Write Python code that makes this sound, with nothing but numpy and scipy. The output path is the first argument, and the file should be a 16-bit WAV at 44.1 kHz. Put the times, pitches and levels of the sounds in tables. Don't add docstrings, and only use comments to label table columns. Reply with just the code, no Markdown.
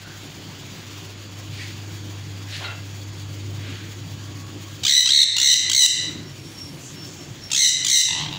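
import sys
import numpy as np
from scipy import signal
from scipy.io import wavfile
from scipy.ndimage import uniform_filter1d

SR = 44100
rng = np.random.default_rng(int(sys.argv[2]) if len(sys.argv) > 2 else 0)


def generate_wav(sig):
    pcm = np.round(np.clip(np.atleast_2d(sig).T, -1, 1) * 32767).astype(np.int16)
    wavfile.write(sys.argv[1], SR, pcm)


def elevation(decibels):
    levels = np.asarray(decibels, float)
    return 10 ** (levels / 20)


N = 369558

# start in seconds, length in seconds, time lost in the slow first beats in seconds,
# peak effort in dB, shy first beat in dB.
SCREECH_TIMINGS = [
    (4.833, 0.18, 0.0073, 3.5, -13),
    (5.056, .188, .009, 7, 0),
    (5.364, 0.18, .012, 5.5, 0),
    (5.696, 0.17, 0.014, 9, 4),
    (7.514, .185, .0085, -0.5, -1),
    (7.846, 0.17, 0.015, 0, 4),
]
# first pitch in Hz, climb in beats, swell in dB, late half-pitch lines in dB,
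# brightness in dB per octave.
SCREECH_VOICES = [(762, 2.9, 13, -21, -3), (1050, 3.5, 11.5, -39, -7.5), (930, 2.3, 15, -14, .6),
                  (1100, 2.01, 20.5, -9.5, 2.5), (930, 3.01, 15.5, -12.5, 5), (1184, 2.01, 15.5, -13, 7)]
SCREECH_TRILLS = [(0.55, 0.059, 0.84, 0.89), (0.65, 0.152, .93, 0.548), (0.445, 0.0896, 0.98, 0.634),
                  (0.384, 0.0525, 0.96, 0.532), (0.553, 0.0914, 0.7, 0.51), (0.403, 0.098, 0.71, 0.523)]
# send to the room in dB, chest tone in dB per octave below the throat peak,
# beak opening as a factor on the throat, highest overtones in dB as the head turns.
POSES = [
    (2.5, -3.5, 0.98, 6),
    (-3.5, -4.5, 1.06, 5),
    (1.5, -2.5, 0.96, 1),
    (-3, -2.5, 0.98, 1.5),
    (2.5, -3, 0.95, -6),
    (3, -3.5, 0.94, -6),
    (-1, 1.5, 0.97, -6),
]
# frequency in Hz, level in dB.
THROAT = [(1000, -11), (2000, -14.5), (3000, -0.5), (3600, 3), (4200, -2), (5000, -6), (6200, -5.5),
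          (7600, -3.5), (8600, -19.5), (9800, -19.5), (11200, -36), (12700, -36), (14400, -29),
          (17000, -21)]
# time in seconds, beats gone by.
CREAK = [
    (8.084, 0),
    (8.15, 3),
    (8.26, 12),
    (8.309, 14),
    (8.327, 15),
    (8.38, 20),
]
# time in seconds, effort in dB, pitch in Hz.
GRUMBLE = [
    (8.084, -10.5, 901),
    (8.15, -18.5, 932),
    (8.24, -25, 1100),
    (8.262, -25, 743),
    (8.31, -32.5, 907),
    (8.328, -22.5, 930),
    (8.38, -29, 929),
]
# sweep as a share of pitch, open share, half-pitch lines in dB, brightness in dB per octave.
GRUMBLE_VOICE = (.1, 0.32, -33, -16)
# frequency in Hz, t60 in seconds.
ROOM_T60 = [(1000, 1), (3000, 0.53), (6000, 0.44), (9000, .38), (14000, 0.26)]
# delay in seconds, level in dB.
EARLY_ECHOES = [(.0031, -19), (.0057, -17), (.0094, -19), (.0137, -19), (.019, -18), (.026, -19)]
# start, loudest
# and end in seconds, level in dB, centre in Hz.
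BROAD_RUSTLES = [
    (1.468, 1.614, 1.82, -38, 3000),
    (2.456, 2.56, 2.64, -32.5, 2740),
    (2.576, 2.63, 2.78, -35, 2300),
    (3.542, 3.695, 3.98, -39.5, 2240),
    (2.597, 2.612, 2.83, -38.5, 690),
    (7.501, 7.505, 7.514, -29, 3500),
    (3.15, 3.45, 3.3, -56, 50),
    (8.05, 8.3, 8.45, -44, 42),
    (7.2, 7.4, 7.55, -48, 45),
    (6.15, 6.6, 7.3, -52, 6800),
]
# start, loudest and end in seconds, level in dB, centre in
# Hz.
NARROW_RUSTLES = [
    (0, 0.079, 0.27, -45.5, 1530),
    (1.579, 1.598, 1.74, -39, 2050),
    (6.771, 6.87, 6.97, -40.5, 6600),
    (7.04, 7.08, 7.5, -46, 6660),
    (6.443, 6.45, 6.6, -60, 8300),
    (8.05, 8.3, 8.45, -34.5, 146),
]
# frequency in Hz, level in dB, t60 in seconds.
WIRE_MODES = [(706, -1, .1), (1420, 4, 0.5), (2050, -1.5, 0.65), (2700, 4.5, 0.48), (3120, 7, 0.11),
              (3300, 4, .15), (3870, 3, 0.38), (4250, 3, 0.19)]
# start, loudest and end in seconds, level in dB, pitch in Hz.
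WHISTLES = [
    (6.243, 6.277, 6.352, -48, 5540),
    (6.361, 6.486, 6.535, -46.5, 5550),
    (6.538, 6.624, 6.76, -39, 5540),
    (6.941, 7.013, 7.16, -40.5, 5450),
    (7.151, 7.188, 7.33, -46.5, 5460),
    (7.407, 7.446, 7.53, -38.5, 5510),
    (4.24, 4.334, 4.56, -53.5, 1130),
    (4.36, 4.45, 4.66, -50.5, 1123),
    (4.55, 4.68, 4.75, -53, 1115),
]
# time in seconds, mains hum in dB, rumble in dB.
MACHINES = [(0.0, -53, -51), (.02, -45, -43), (.85, -42.5, -42), (1.64, -35.5, -41.5), (2.3, -34.5, -40.5),
            (2.8, -34.5, -41.5), (3.2, -34, -41.5), (3.55, -32, -36.5), (3.9, -37.5, -38.5),
            (4.3, -36, -39.5), (4.8, -39, -40.5), (6.12, -43.5, -36.5), (6.55, -47, -41), (7.301, -49, -38),
            (7.48, -49, -41), (8.2, -44, -36.5), (8.38, -46, -39.5)]
# frequency in Hz, level in dB per Hz.
RUMBLE = [(15, -53), (25, -28), (59, -34), (91, -13.5), (141, 7), (163, -2), (194, -10.5), (321, -3.5),
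          (382, -14), (492, -15), (600, -18.5), (780, -28), (1320, -120)]
# frequency in Hz, width in Hz, level in dB.
DRONES = [(144, 25, -0.5), (292.8, 19, -2), (369, 8.7, -8.5)]
# frequency in Hz, width in Hz, level in dB.
WHINES = [(1640, 10, -65), (3350, 80, -60.5), (4560, 8.9, -61), (6830, 280, -57)]
# frequency in Hz, level in dB per Hz.
HISS = [(260, 3), (450, -3.5), (949, -3), (1120, -3), (1220, -3.5), (1780, -4), (3230, -1), (4290, -4.5),
        (4550, -3), (5370, -7), (6920, -6.5), (8270, -19), (13500, -23.5), (15000, -14.5), (16000, -13)]

BEAT_S, SETTLE_BEATS, SHY_BEATS = 0.0136, 2.4, 0.8
TOP_HZ, SAG_HZ, LAST_DROP_HZ = 2013.5, 54.76, 87
BEAT_SCATTER_SHARE, JITTER_SHARE, RASP_DB = 0.014, 0.005, -25
SWEEP_CLIMB_SHARE, SWEEP_TOP_SHARE, SWEEP_LATE_AT = 0.04, 0.1984, 0.609
OPEN_GAIN_SHARE, OPEN_FULL_SHARE = 0.111, 0.94
HALF_CLIMB_DB, HALF_CLEAR_DB, HALF_BREAK_DB, HALF_LATE_AT = -8, -30, -1, 0.72
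LAST_BEAT_DB, DARKEN_DB_PER_OCT, BREAK_BRIGHT_DB_PER_OCT = -2.5, 3, 8.5


def evened(x):
    return x / np.sqrt(np.mean(x ** 2) + 1e-20)


def read(points, hz):
    f, value = np.transpose(points)
    return np.interp(np.log(hz + 1), np.log(f + 1), value)


def curves(rows):
    s, *columns = np.transpose(rows)
    t = np.arange(s[0], s[-1], 1 / SR)
    return t, [np.interp(t, s, c) for c in columns]


def add(mix, s, sound):
    part = mix[round(s * SR):][:len(sound)]
    part += sound[:len(part)]


def wobble(size, seconds):
    span = int(seconds * SR) + 1
    return evened(uniform_filter1d(uniform_filter1d(rng.standard_normal(size), span), span))


def resonate(x, hz, width_hz):
    turn = np.exp(2j * np.pi * np.cumsum(hz * np.ones(len(x))) / SR)
    r = np.exp(-np.pi * width_hz / SR)
    return 2 * (turn * signal.lfilter([1 - r], [1, -r], x / turn + 1e-18)).real


def noise(spectrum, patchy_db, flicker_db):
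    frames, hz = N // 256 + 5, np.fft.rfftfreq(1024, 1 / SR)[:, None]
    a, b, patches = rng.standard_normal((frames, 513, 3)).T
    patches = evened(uniform_filter1d(uniform_filter1d(patches, 10, 0), 12, 1))
    flicker = evened(uniform_filter1d(rng.standard_normal(frames), 5)) * np.clip(hz / 9000, 0, 1)
    z = (a + 1j * b) * elevation(read(spectrum, hz) + patchy_db * patches + flicker_db * flicker)
    return evened(signal.istft(z, nperseg=1024, noverlap=768)[1][:N])


def overtones(hz, half_db, bright_db, chest_db, beak, top_db):
    turns = np.cumsum(hz) / SR
    voice = np.zeros(len(hz))
    for half in range(1, 44):
        f = half / 2 * hz
        tilt_db = np.where(f > 4000, bright_db, -chest_db)
        db = read(THROAT, f / beak) + tilt_db * np.clip(np.log2(f / 4000), -2, 1.2)
        db += top_db * np.clip((f - 12500) / 1500, 0, 1)
        db += half % 2 * (half_db - 24 * (half == 1))
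        shaky = 1 + elevation(RASP_DB) * np.sqrt(half) * wobble(len(hz), 0.00031)
        tone = np.cos(np.pi * half * turns + 2 * np.pi * rng.random())
        voice += (f < 17000) * elevation(db) * shaky * tone
    return voice


def screech(trill, rows, chest_db, beak, top_db):
    t, (effort_db, hz, sweep, open_share, half_db, bright_db) = curves(rows)
    s, count = np.transpose(trill)
    beats = np.interp(t, s, count)
    hz = np.interp(np.interp(beats // 1, count, s), t, hz)
    u = beats % 1 / open_share
    rise = np.sin(np.pi / 2 * np.clip(u / 0.8, 0, 1)) ** 2.2
    rise = uniform_filter1d(rise, size=70) - 0.5
    hz = uniform_filter1d(hz, size=40) * (1 + sweep * rise + JITTER_SHARE * wobble(len(t), 0.002))
    gate = np.sin(np.pi / 2 * np.clip(np.minimum(4 * u, (1 - u) / 0.051), 0, 1)) ** 2
    gate *= np.exp(-0.77 * u)
    melt = 0.55 * np.clip(open_share - 0.8, 0, 0.2) / 0.2
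    gate = uniform_filter1d(np.maximum(gate, melt), size=30)
    voice = overtones(hz, half_db, bright_db, chest_db, beak, top_db)
    loudness = np.sqrt(uniform_filter1d(voice ** 2, size=900) + 1e-9)
    return t[0], elevation(effort_db) * gate * voice / loudness * signal.windows.tukey(len(t), 0.03)


def phrase(start, length, lag, peak_db, shy_db, first_hz, climb, swell_db, late_db, bright_db,
           open_first, late_sweep, peak_at, melt_at):
    beats = np.arange(0, 20, 0.5)
    s = BEAT_S * beats + lag * (1 - np.exp(-beats / SETTLE_BEATS))
    end_beat, inside = np.interp(length, s, beats), s < length
    beats, s = np.append(beats[inside], end_beat), np.append(s[inside], length)
    gone, climbed = s / length, climb / end_beat
    last = np.clip(1.42 * (beats - end_beat) + 1, 0, 1)
    effort_db = np.interp(gone, [0, peak_at, 1], [peak_db - swell_db, peak_db, peak_db + LAST_BEAT_DB])
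    effort_db += shy_db * np.exp(-beats / SHY_BEATS)
    hz = np.interp(beats, [0, climb, end_beat], [first_hz, TOP_HZ, TOP_HZ - SAG_HZ]) - LAST_DROP_HZ * last
    hz *= 1 + BEAT_SCATTER_SHARE * rng.standard_normal(len(hz))
    sweep = np.interp(beats, [climb - 1, climb, SWEEP_LATE_AT * end_beat],
                      [SWEEP_CLIMB_SHARE, SWEEP_TOP_SHARE, late_sweep])
    open_share = np.interp(gone, [0, climbed, melt_at],
                           [open_first, open_first + OPEN_GAIN_SHARE, OPEN_FULL_SHARE])
    half_db = np.interp(gone, [climbed, 0.45, HALF_LATE_AT], [HALF_CLIMB_DB, HALF_CLEAR_DB, late_db])
    half_db = half_db * (1 - last) + HALF_BREAK_DB * last
    bright_db = bright_db + DARKEN_DB_PER_OCT * (0.5 - gone) + BREAK_BRIGHT_DB_PER_OCT * last
    rows = [start + s, effort_db, hz, sweep, open_share, half_db, bright_db]
    return np.transpose([start + s, beats]), np.transpose(rows)


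def grumble():
    return CREAK, [(*row, *GRUMBLE_VOICE) for row in GRUMBLE]


def room(x):
    taps = np.zeros(SR)
    at = np.arange(400, SR - 20, 20)
    taps[at + rng.integers(0, 20, len(at))] = rng.choice([-1., 1.], len(at))
    taps *= 1 - np.exp(-np.arange(SR) / SR / 0.012)
    hz, t, z = signal.stft(taps, SR, nperseg=256)
    decay_db = -60 * t / read(ROOM_T60, hz)[:, None]
    tail = signal.istft(z * elevation(decay_db), SR, nperseg=256)[1]
    tail *= elevation(-5) / np.linalg.norm(tail)
    for delay_s, db in EARLY_ECHOES:
        tail[round(delay_s * SR)] += elevation(db)
    return signal.fftconvolve(x, tail)[:N]


def rustles():
    out = np.zeros(N)
    for rows, width in [(BROAD_RUSTLES, 1), (NARROW_RUSTLES, 0.24)]:
        for start, top, end, db, hz in rows:
            t, (swell,) = curves([(start, 0), (top, 1), (end, 0)])
            grain = rng.standard_normal(len(t)) * elevation(0.87 * wobble(len(t), 0.0016))
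            edges_hz = hz * np.exp(np.array([-0.5, 0.5]) * width)
            band = signal.butter(2, edges_hz, "band", fs=SR, output="sos")
            add(out, start, elevation(db) * swell * evened(signal.sosfilt(band, grain)))
    return out


def clank():
    out = np.zeros(N)
    t = np.arange(SR // 3) / SR
    scrape = rng.standard_normal(len(t)) * np.clip(t / 0.0046, 0, 1)
    for hz, db, t60 in WIRE_MODES:
        mode = evened(resonate(resonate(scrape, hz, 82), hz, 250))
        add(out, 2.638, elevation(-38 + db - 60 * t / t60) * mode)
    return out


def whistles():
    out = np.zeros(N)
    for start, top, end, top_db, hz in WHISTLES:
        t, (db,) = curves([(start, top_db - 13), (top, top_db), (end, top_db - 18)])
        sagging_hz = hz * (1 - 0.078 * (t - start))
        phase = 2 * np.pi * np.cumsum(sagging_hz) / SR + 0.6 * wobble(len(t), 0.003)
        tone = np.sin(phase) + (t > 7.4) * elevation(-21) * np.sin(2 * phase)
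        level = np.sqrt(2) * elevation(db + 3.5 * wobble(len(t), 0.005))
        add(out, t[0], level * tone * signal.windows.tukey(len(t), 0.15))
    return out


def machines():
    s, *levels = np.transpose(MACHINES)
    t = np.arange(N) / SR
    hum_db, rumble_db = (np.interp(t, s, c) for c in levels)
    hum = np.sqrt(2) * np.sin(2 * np.pi * 100 * t + 0.12 * wobble(N, 0.088)) * elevation(0.45 * wobble(N, 0.13))
    white = rng.standard_normal(N)
    drones, whines = np.zeros((2, N))
    for hz, width_hz, db in DRONES:
        wavering = resonate(white, hz * (1 + 0.046 * wobble(N, 0.26)), width_hz)
        drones += elevation(db) * evened(resonate(wavering, hz, 3 * width_hz))
    for hz, width_hz, db in WHINES:
        whine_db = db + 2 + 0.3 * (hum_db + 36) + 0.89 * wobble(N, 0.1)
        whines += elevation(whine_db) * evened(resonate(white, hz, width_hz))
    rumble = evened(noise(RUMBLE, patchy_db=3.0, flicker_db=14.0) + 0.5 * drones) * elevation(0.64 * wobble(N, 0.21))
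    return elevation(hum_db) * hum + elevation(rumble_db) * rumble + whines


def hiss():
    t = np.arange(N) / SR
    return noise(HISS, patchy_db=1.36, flicker_db=2.4) * elevation(-42 - 0.34 * (t - 4))


def scene():
    direct, sent = np.zeros((2, N))
    phrases = [phrase(*timing, *voice, *trill)
               for timing, voice, trill in zip(SCREECH_TIMINGS, SCREECH_VOICES, SCREECH_TRILLS)]
    phrases.append(grumble())
    for (trill, rows), (room_db, *pose) in zip(phrases, POSES):
        s, call = screech(trill, rows, *pose)
        add(direct, s, call)
        add(sent, s, elevation(room_db) * call)
    return (direct + room(sent) + rustles() + clank() + whistles() + machines() + hiss())[None]


def band_limit(x):
    return signal.sosfilt(signal.butter(12, 16110, fs=SR, output="sos"), x)


def record(dry):
    power = signal.lfilter([0.0012], [1, 0.0012 - 1], dry[0] ** 2)
    power_db = 10 * np.log10(power + 1e-12)
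    fall_db = np.arange(N) * 220 / SR
    held_db = np.maximum.accumulate(power_db + fall_db) - fall_db
    over_db = uniform_filter1d(np.maximum(held_db + 23, 0), size=400)
    low = signal.sosfiltfilt(signal.butter(3, [420, 1550], "band", fs=SR, output="sos"), dry)
    mix = (dry - low) / elevation(0.6 * over_db) + low / elevation(0.82 * over_db)
    mix = signal.sosfilt(signal.butter(2, 42, "high", fs=SR, output="sos"), mix)
    mix = 0.9 * np.tanh(mix / 0.9)
    mix = signal.sosfilt(signal.ellip(10, 0.5, 80, 15650, fs=SR, output="sos"), mix)
    return band_limit(mix)


dry = scene()
out = record(dry)
generate_wav(out)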